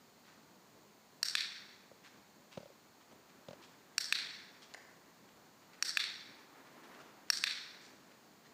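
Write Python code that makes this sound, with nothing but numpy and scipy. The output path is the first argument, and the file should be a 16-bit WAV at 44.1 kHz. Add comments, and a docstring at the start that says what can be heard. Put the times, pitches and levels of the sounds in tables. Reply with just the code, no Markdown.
"""A dog trainer's clicker sounds four times, some metres away, as the trainer walks through a big empty hall.
Its steel tongue buckles in (bright) and back out (hollow), and each snap excites briefly ringing modes.
Reflections from the roof and the end wall follow the direct sound, and the hall reverberates.
Soft knocks sound close by, a small hard thing ticks, and soles scuff the floor by friction.
Beneath them lie a dull, far rustle and the quiet hush of the air."""
import sys
import numpy as np
from scipy import signal
from scipy.fft import rfft, irfft, next_fast_len
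from scipy.io import wavfile
from scipy.ndimage import uniform_filter1d

SR = 44100
rng = np.random.default_rng(int(sys.argv[2]) if len(sys.argv) > 2 else 0)


def wav_out(sig):
    """Save sig, one row per channel (or a flat mono array), as 16-bit PCM at SR to the path in sys.argv[1]."""
    wavfile.write(sys.argv[1], SR, np.round(np.clip(np.atleast_2d(sig).T, -1, 1) * 32767).astype(np.int16))


N = 376305

# clicks, each a pair of snaps: (press time [s], release time [s], press level [dB], release level [dB],
# resonance of the hollow hand [Hz], its lift [dB])
CLICK_EVENTS = [(1.2294, 1.352, -25, -25, 1870, -2), (3.9804, 4.1243, -24.5, -23, 2460, 5.5),
                (5.8246, 5.9712, -25.5, -23.5, 2180, 9.5), (7.3013, 7.4383, -21, -24.5, 1750, 6.5)]
# modes of the clicker: (frequency [Hz], t60 [s], level on press [dB], level on release [dB])
CLICKER_MODES = [(1395, 0.0044, -10, -9), (1682, 0.0059, -5.5, -1), (1784, 0.013, -19, -6),
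                 (2513, 0.0069, -8.5, 1.5), (2735, 0.02, -15.5, -15), (3520, 0.013, -41, -1),
                 (4020, 0.012, -5.5, 0), (4535, 0.009, 3.5, -0.5), (5490, 0.0087, -48, -15.5),
                 (5570, 0.013, 3, -9), (6030, 0.0088, -4.5, -12), (6730, 0.0069, -10, -14.5),
                 (7620, 0.012, -14, -15), (8330, 0.0059, -6.5, -13.5), (10250, 0.012, -22.5, -21),
                 (11400, 0.0096, -15.5, -26), (13400, .006, -27, -44)]
# press spectrum over all directions, the modes blurred into humps: (frequency [Hz], level [dB])
PRESS_SPECTRUM = [(800, -39), (1150, -9.5), (1650, 3.5), (2500, -6), (2950, -6.5), (3800, 3.5),
                  (4550, 11.5), (5000, 4.5), (5550, 10.5), (6000, -4), (6900, -5), (8400, 1), (9400, -11.5),
                  (15000, -11)]
# release spectrum over all directions: (frequency [Hz], level [dB])
RELEASE_SPECTRUM = [(750, -27), (1150, -8.5), (1650, 2), (2350, 6.5), (3050, 0), (3450, 9), (3800, 10.5),
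                    (4550, 9.5), (4950, -4), (5400, 0), (6700, -12), (8300, -10.5), (9200, -16.5),
                    (15000, -19)]
# echo paths as the trainer walks away from the end wall:
# (time [s], roof detour [m], roof echo level [dB], wall detour [m], wall echo level [dB])
ECHO_PATHS = [(1.35, 6.05, -39, 18.7, -32), (4.05, 9.6, -37.5, 21.4, -37.5),
              (5.85, 10.6, -36, 23.28, -34.5), (7.35, 10.75, -33.5, 24.22, -35)]
# reverberation time of the hall: (frequency [Hz], t60 [s])
HALL_DECAY = [(300, 1.35), (1500, 1.35), (2800, 0.83), (3500, 0.82), (4500, 0.81), (6000, 1.03),
              (8500, 0.64), (14000, 0.28)]
# narrow bands that linger in the hall: (frequency [Hz], width [Hz], t60 [s], gain [dB])
HALL_RESONANCES = [(3470, 113, 1.06, -4.5), (5650, 260, 0.47, -3.5)]
# soft knocks: (time [s], level [dB], bass mode gain [dB], relative rub level [dB], rattle length [s],
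# rebound gap [s], relative rebound level [dB])
KNOCK_EVENTS = [(1.914, -51, -3, -20, 0, .027, -10), (2.574, -36.5, 2.5, -16, .095, .0272, -13),
                (2.701, -54, -16, -18, 0, .027, -10), (3.485, -42, 1.5, -11, .058, .023, -4.5)]
# modes of the knocked body: (nominal frequency [Hz], t60 [s], relative level [dB])
KNOCK_BODY_MODES = [(176, 0.013, 9), (370, 0.017, -1.5), (582, 0.027, 2), (620, 0.01, -6.5),
                    (1000, 0.039, -15), (1460, 0.019, -11.5)]
# a small hard thing touches down, then lands:
# (time [s], level [dB], contact t60 [s], tilt [dB/octave], hall gain [dB])
TICK_EVENTS = [(4.7392, -48.5, 0.0056, 6, -9), (4.7450, -43, 0.021, -0.5, -1.5)]
# resonances of that thing: (frequency [Hz], width [Hz], gain [dB])
TICK_RESONANCES = [(950, 1200, -8), (1720, 420, 3.5), (2730, 800, -7.5), (4270, 3100, -12.5),
                   (6100, 3400, -21)]
# scuffs of the soles: (time [s], length [s], level [dB], centre frequency [Hz])
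SOLE_SCUFFS = [(0.234, 0.13, -67, 1560), (2.033, 0.059, -60.5, 1950), (2.512, 0.057, -61, 2200),
               (3.617, 0.053, -62, 2800), (4.614, 0.042, -60, 3200), (5.728, 0.033, -62.5, 2000),
               (6.831, 0.036, -65.5, 2500), (6.94, .038, -63, 1690), (6.984, 0.051, -60.5, 1000),
               (7.798, 0.12, -65, 5100), (8.445, 0.043, -66.5, 1950)]
# heavier footfalls: (time [s], level [dB])
HEAVY_STEPS = [(3.108, -61.5), (5.238, -66), (6.995, -60)]
# swells of the far rustle, and at 4.8 s the hall swelling on after the tick: (peak time [s], rise time constant
# [s], level [dB])
RUSTLE_SWELLS = [(3.6, 0.38, -66), (4.8, 0.7, -65), (5.8, 0.21, -66), (7.0, 0.76, -58.5),
                 (7.9, 0.28, -64.5)]
# spectrum of the rustle: (frequency [Hz], relative level [dB])
RUSTLE_SPECTRUM = [(100, -29), (260, -1), (500, -6), (1100, -6), (1800, -9), (3000, -19), (8000, -32)]
# spectrum of the hush: (frequency [Hz], relative level [dB])
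AIR_SPECTRUM = [(15, -68), (25, -34), (50, -19), (129, -6), (173, -1.5), (215, -1), (388, -4.5),
                (494, -6.5), (1020, -7.5), (1410, -12), (2170, -14), (2760, -17.5), (7060, -22),
                (10600, -30.5), (15400, -20.5)]
# bands of faint hiss: (frequency [Hz], width [Hz], level [dB])
HISS_BANDS = [(4330, 650, -76), (6750, 760, -77.5)]

SOUND_M_S = 343
PRESS_HALL_DB, RELEASE_HALL_DB = -26.5, -24.5  # fed to the hall, however the hand is turned
THUMB_DB = -4.5  # while pressing, the thumb shades the path to the roof
# each echo comes once more, by way of a further surface
ROOF_AGAIN_S, ROOF_AGAIN_DB, WALL_AGAIN_S, WALL_AGAIN_DB = .0061, -4.5, .0125, -6
WALK_STARTS_S = 3.0  # light steps and the steady part of the rustle set in


def clicker(shaded_db=-7, hand_share=0.083, echo_top_hz=8000, wall_low_hz=2000):
    """Multipath propagation: each snap arrives directly, off roof and end wall, and as reverberation."""
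    out = np.zeros(N)
    path_times, *paths = np.transpose(ECHO_PATHS)
    for press_s, release_s, press_db, release_db, hand_hz, hand_db in CLICK_EVENTS:
        snaps = [(False, press_s, press_db, THUMB_DB, PRESS_HALL_DB),
                 (True, release_s, release_db, 0, RELEASE_HALL_DB)]
        for released, s, db, thumb_db, hall_db in snaps:
            roof_m, roof_db, wall_m, wall_db = (np.interp(s, path_times, column) for column in paths)
            add(out, s, at_level(snap(released, hand_hz, hand_db), db))
            # the long way round dulls both echoes
            roof = cut(snap(released, hand_hz, hand_db / 2), echo_top_hz, "low", order=2)
            roof_s = s + roof_m / SOUND_M_S
            add(out, roof_s, at_level(roof, roof_db + thumb_db))
            add(out, roof_s + ROOF_AGAIN_S, at_level(roof, roof_db + thumb_db + ROOF_AGAIN_DB))
            # the hand opens away from the end wall, so that echo is thinner
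            wall = cut(snap(released, hand_hz, shaded_db), echo_top_hz, "low", order=2)
            wall = cut(wall, wall_low_hz, "high", order=1)
            wall_s = s + wall_m / SOUND_M_S
            add(out, wall_s, at_level(wall, wall_db))
            add(out, wall_s + WALL_AGAIN_S, at_level(wall, wall_db + WALL_AGAIN_DB))
            pulse = radiated_pulse(released, hand_hz, hand_share * hand_db)
            add(out, s, hall(at_level(pulse, hall_db)))
    return out


def snap(released, hand_hz, hand_db, rise_s=0.0013, crack_db=-17, scatter_db=0.63, scatter_turns=0.14):
    """Snap-through buckling: the tongue cracks and excites modes that the fingers quickly damp."""
    t = clock(.04)
    hz, t60, press_db, release_db = np.transpose(CLICKER_MODES)[:, :, None]
    detune, uneven, lag = rng.standard_normal((3, len(hz), 1))
    db = (release_db if released else press_db) + hand_cavity(hz, hand_hz, hand_db) + scatter_db * uneven
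    phase = 2 * np.pi * (hz * (1 + 0.0027 * detune) * t + scatter_turns * lag)
    modes = undb(db) / t60 * fade(t, t60) * np.sin(phase)
    ring = np.sum(modes, axis=0) * (1 - np.exp(-t / rise_s))
    crack = band(rng.standard_normal(len(t)), hz=4200, width=10000) * fade(t, t60=0.026)
    # so small a body radiates no bass
    return cut(at_level(ring, 0) + at_level(crack, crack_db), 1090, "high", order=6)


def hand_cavity(hz, hand_hz, hand_db, width_octaves=0.42, overtone_share=0.72, overtone_octaves=0.16):
    """Closed-pipe resonance: the gain in dB of the hollow hand, at one pitch and at three times it."""
    octaves_above = np.log2(hz / hand_hz)
    fundamental = np.exp(-(octaves_above / width_octaves) ** 2)
    overtone = np.exp(-((octaves_above - np.log2(3)) / overtone_octaves) ** 2)
    return hand_db * (fundamental + overtone_share * overtone)


def radiated_pulse(released, hand_hz, hand_db):
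    """Radiated power: a short pulse with the spectrum of the snap summed over all directions."""
    spectrum = RELEASE_SPECTRUM if released else PRESS_SPECTRUM
    with_hand = [(hz, db + hand_cavity(hz, hand_hz, hand_db)) for hz, db in spectrum]
    return colour(signal.unit_impulse(256, "mid"), with_hand)


def hall(x, gap_s=0.019, floor_db=-12, roof_s=0.028, roof_width_s=0.004, roof_db=3.5, girder_db=-19):
    """Reverberation: a swell of roof reflections and single girder echoes lead into a diffuse tail."""
    t = clock(1.5)
    # echoes arrive in clumps, not as an even stream
    clumps_db = wander(300, size=len(t)) + wander(69.4, size=len(t))
    spectrum = rfft(unit(rng.standard_normal(len(t)) * undb(clumps_db)))
    bin_hz = np.arange(len(spectrum)) * SR / len(t)
    centres_hz = 250 * 2 ** (np.arange(13) / 2)
    tail = np.zeros(len(t))
    # half-octave bands decay separately: the air absorbs the treble first
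    for hz, share in zip(centres_hz, np.eye(len(centres_hz))):
        weight = along(np.c_[centres_hz, share], bin_hz)
        tail += irfft(spectrum * weight, len(t)) * fade(t, along(HALL_DECAY, hz))
    for hz, width, t60, db in HALL_RESONANCES:
        tail += undb(db) * steep_band(rng.standard_normal(len(t)), hz, width) * fade(t, t60)
    # little comes back until the sound reaches the roof
    tail *= np.interp(t, [gap_s * 0.99, gap_s * 1.1], [undb(floor_db), 1])
    tail *= undb(roof_db * np.exp(-((t - roof_s) / roof_width_s) ** 2))
    response = tail * np.sqrt(2 * np.log(1000) / SR)  # unit energy for a t60 of 1 s
    girder_s = rng.uniform(roof_s, 0.083, size=12)
    girder_echoes = unit(rng.standard_normal(len(girder_s))) / np.sqrt(len(girder_s))
    response[(girder_s * SR).astype(int)] += undb(girder_db) * girder_echoes
    return signal.fftconvolve(x, response)


def knocks(thud_step_db=-7, pitch_sag=0.017, stray_s=0.00105):
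    """Rebound: some knocks rattle on, more softly and losing bass; all are too close to stir the hall."""
    out = np.zeros(N)
    for s, db, thud_db, rub_db, rattle_s, gap_s, rebound_db in KNOCK_EVENTS:
        add(out, s, knock(db, thud_db, rub_db, pitch=0.92))
        for k, lag_s in enumerate(np.arange(gap_s, rattle_s, gap_s)):
            rebound = knock(db + rebound_db, thud_db + k * thud_step_db, rub_db, pitch=1 - k * pitch_sag)
            add(out, s + lag_s + stray_s * rng.standard_normal(), rebound)
    return out


def knock(db, thud_db, rub_db, pitch, rise_s=0.0022, thud_below_hz=450):
    """Damped free vibration: one soft blow sets the modes of a small body ringing."""
    t = clock(.08)
    hz, t60, mode_db = np.transpose(KNOCK_BODY_MODES)[:, :, None]
    gain = undb(mode_db + thud_db * (hz < thud_below_hz))
    modes = gain * fade(t, t60) * np.cos(2 * np.pi * hz * pitch * t)
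    ring = np.sum(modes, axis=0) * (1 - np.exp(-t / rise_s))
    ring = cut(ring, 130, "high", order=2)
    # the two surfaces rub for a moment as they meet
    rub = band(rng.standard_normal(len(t)), hz=3400, width=2800) * fade(t, t60=0.035)
    rub = cut(rub, 7000, "low", order=3)
    return at_level(ring, db) + at_level(rub, db + rub_db)


def ticks():
    """Impact excitation: a small hard thing ticks in the hall; the shorter contact is the brighter."""
    out, t = np.zeros(N), clock(.05)
    for s, db, t60, tilt_db, hall_db in TICK_EVENTS:
        contact = rng.standard_normal(len(t)) * fade(t, t60)
        body = sum(undb(mode_db + tilt_db * np.log2(hz)) * steep_band(contact, hz, width)
                   for hz, width, mode_db in TICK_RESONANCES)
        tick = at_level(cut(body, 10000, "low", order=2), db)
        add(out, s, tick)
        add(out, s, undb(hall_db) * hall(tick))
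    return out


def footsteps(steps_per_s=3, step_db=-71.5, uneven_db=2.5, stray_s=0.046, hall_db=-2):
    """Contact noise: scuffs, dull footfalls and light uneven steps on the floor excite the hall."""
    out = np.zeros(N)
    for s, length_s, db, hz in SOLE_SCUFFS:
        add(out, s, sole_stroke(length_s, db, hz))
    for s, db in HEAVY_STEPS:
        add(out, s, sole_stroke(length_s=0.031, db=db, hz=300))
    for s in np.arange(WALK_STARTS_S, N / SR - .5, 1 / steps_per_s):
        late, strength = rng.standard_normal(2)
        light_step = sole_stroke(length_s=.04, db=step_db + uneven_db * strength, hz=1900)
        add(out, s + stray_s * late, light_step)
    out = cut(out, 7700, "low", order=4)
    return out + undb(hall_db) * hall(out)[:N]


def sole_stroke(length_s, db, hz, grain_db=4, grain_samples=50):
    """Sliding friction: a sole brushes the floor in one short burst of gritty noise."""
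    t = clock(length_s)
    noise = rng.standard_normal(SR)
    grains = np.repeat(rng.standard_normal(SR // grain_samples), grain_samples)
    grit = (noise * undb(grain_db * grains))[:len(t)]
    envelope = np.sin(np.pi * (t / length_s) ** 0.71)
    return undb(db) * unit(band(grit, hz, width=0.97 * hz) * envelope)


def rustle(bed_db=-73.5, swell_t60=1.6, flutter_db=1.6):
    """Incoherent addition: the steady bed and slow swells of a dull, far rustle sum in power."""
    t = np.arange(N) / SR
    power = undb(bed_db) ** 2 * np.clip(t - WALK_STARTS_S, 0, 1)
    for peak_s, rise_s, db in RUSTLE_SWELLS:
        rise = np.exp(np.minimum(t - peak_s, 0) / rise_s)
        decay = fade(np.maximum(t - peak_s, 0), swell_t60)
        power += (undb(db) * rise * decay) ** 2
    flutter = undb(flutter_db * wander(rate_hz=40))
    return np.sqrt(power) * flutter * unit(colour(rng.standard_normal(N), RUSTLE_SPECTRUM))


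def air(hush_db=-63.5, flicker_db=1.3):
    """Ambient noise: the broadband hush of the hall flickers in the bass under a faint steady hiss."""
    hush = undb(hush_db) * unit(colour(rng.standard_normal(N), AIR_SPECTRUM))
    bass = cut(hush, 620, "low", order=1)
    flicker = undb(flicker_db * wander(rate_hz=22))
    hiss = sum(undb(db) * unit(band(rng.standard_normal(N), hz, width)) for hz, width, db in HISS_BANDS)
    return hush + (flicker - 1) * bass + hiss


def undb(db):
    """The decibel scale: amplitude ratio for a level."""
    return 10 ** (np.asarray(db) / 20)


def unit(x):
    """Normalisation to an rms of 1."""
    return x / np.sqrt(np.mean(x ** 2))


def at_level(x, db):
    """Equivalent level: scale a short sound so that its energy, packed into 4 ms, has this level."""
    return x * undb(db) * np.sqrt(.004 * SR / np.sum(x ** 2))


def clock(length_s):
    """Uniform sampling: the sample times over a duration."""
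    return np.arange(int(length_s * SR)) / SR


def fade(t, t60):
    """Exponential decay, by 60 dB in t60 seconds."""
    return np.exp(-np.log(1000) * t / t60)


def wander(rate_hz, size=N):
    """Random fluctuation: values drawn at the given rate, smoothed and scaled to an rms of 1."""
    hold = int(SR / rate_hz)
    steps = np.repeat(rng.standard_normal(size // hold + 1), hold)
    return unit(uniform_filter1d(uniform_filter1d(steps, hold), hold)[:size])


def along(points, hz):
    """Interpolation of (frequency [Hz], value) points on a logarithmic frequency axis."""
    point_hz, value = np.transpose(points)
    return np.interp(np.log(np.maximum(hz, 1)), np.log(point_hz), value)


def colour(x, points):
    """Spectral shaping by (frequency [Hz], gain [dB]) points."""
    size = next_fast_len(len(x))
    bin_hz = np.arange(size // 2 + 1) * SR / size
    return irfft(rfft(x, size) * undb(along(points, bin_hz)), size)[:len(x)]


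def band(x, hz, width):
    """Resonance: a second-order band-pass with its width in Hz."""
    return signal.lfilter(*signal.iirpeak(hz, hz / width, fs=SR), x)


def steep_band(x, hz, width):
    """Cascaded resonance: two equal stages give a narrower band with steeper skirts."""
    return band(band(x, hz, width), hz, width)


def cut(x, hz, kind, order):
    """Maximally flat filtering, high-pass or low-pass."""
    return signal.sosfilt(signal.butter(order, hz, kind, fs=SR, output="sos"), x)


def add(out, s, x):
    """Superposition: mix a sound in at s seconds."""
    start = int(s * SR)
    out[start:start + len(x)] += x[:len(out) - start]


def scene():
    """Superposition: the pressures of all sources sum at one listening point."""
    return (clicker() + knocks() + ticks() + footsteps() + rustle() + air())[None]


def record(dry, bottom_hz=50, top_hz=15450):
    """Band limiting: the deep bass is dropped and the highest treble is cut steeply."""
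    thin = cut(dry, bottom_hz, "high", order=4)
    return signal.sosfilt(signal.ellip(10, .2, 70, top_hz, fs=SR, output="sos"), thin)


dry = scene()
out = record(dry)
wav_out(out)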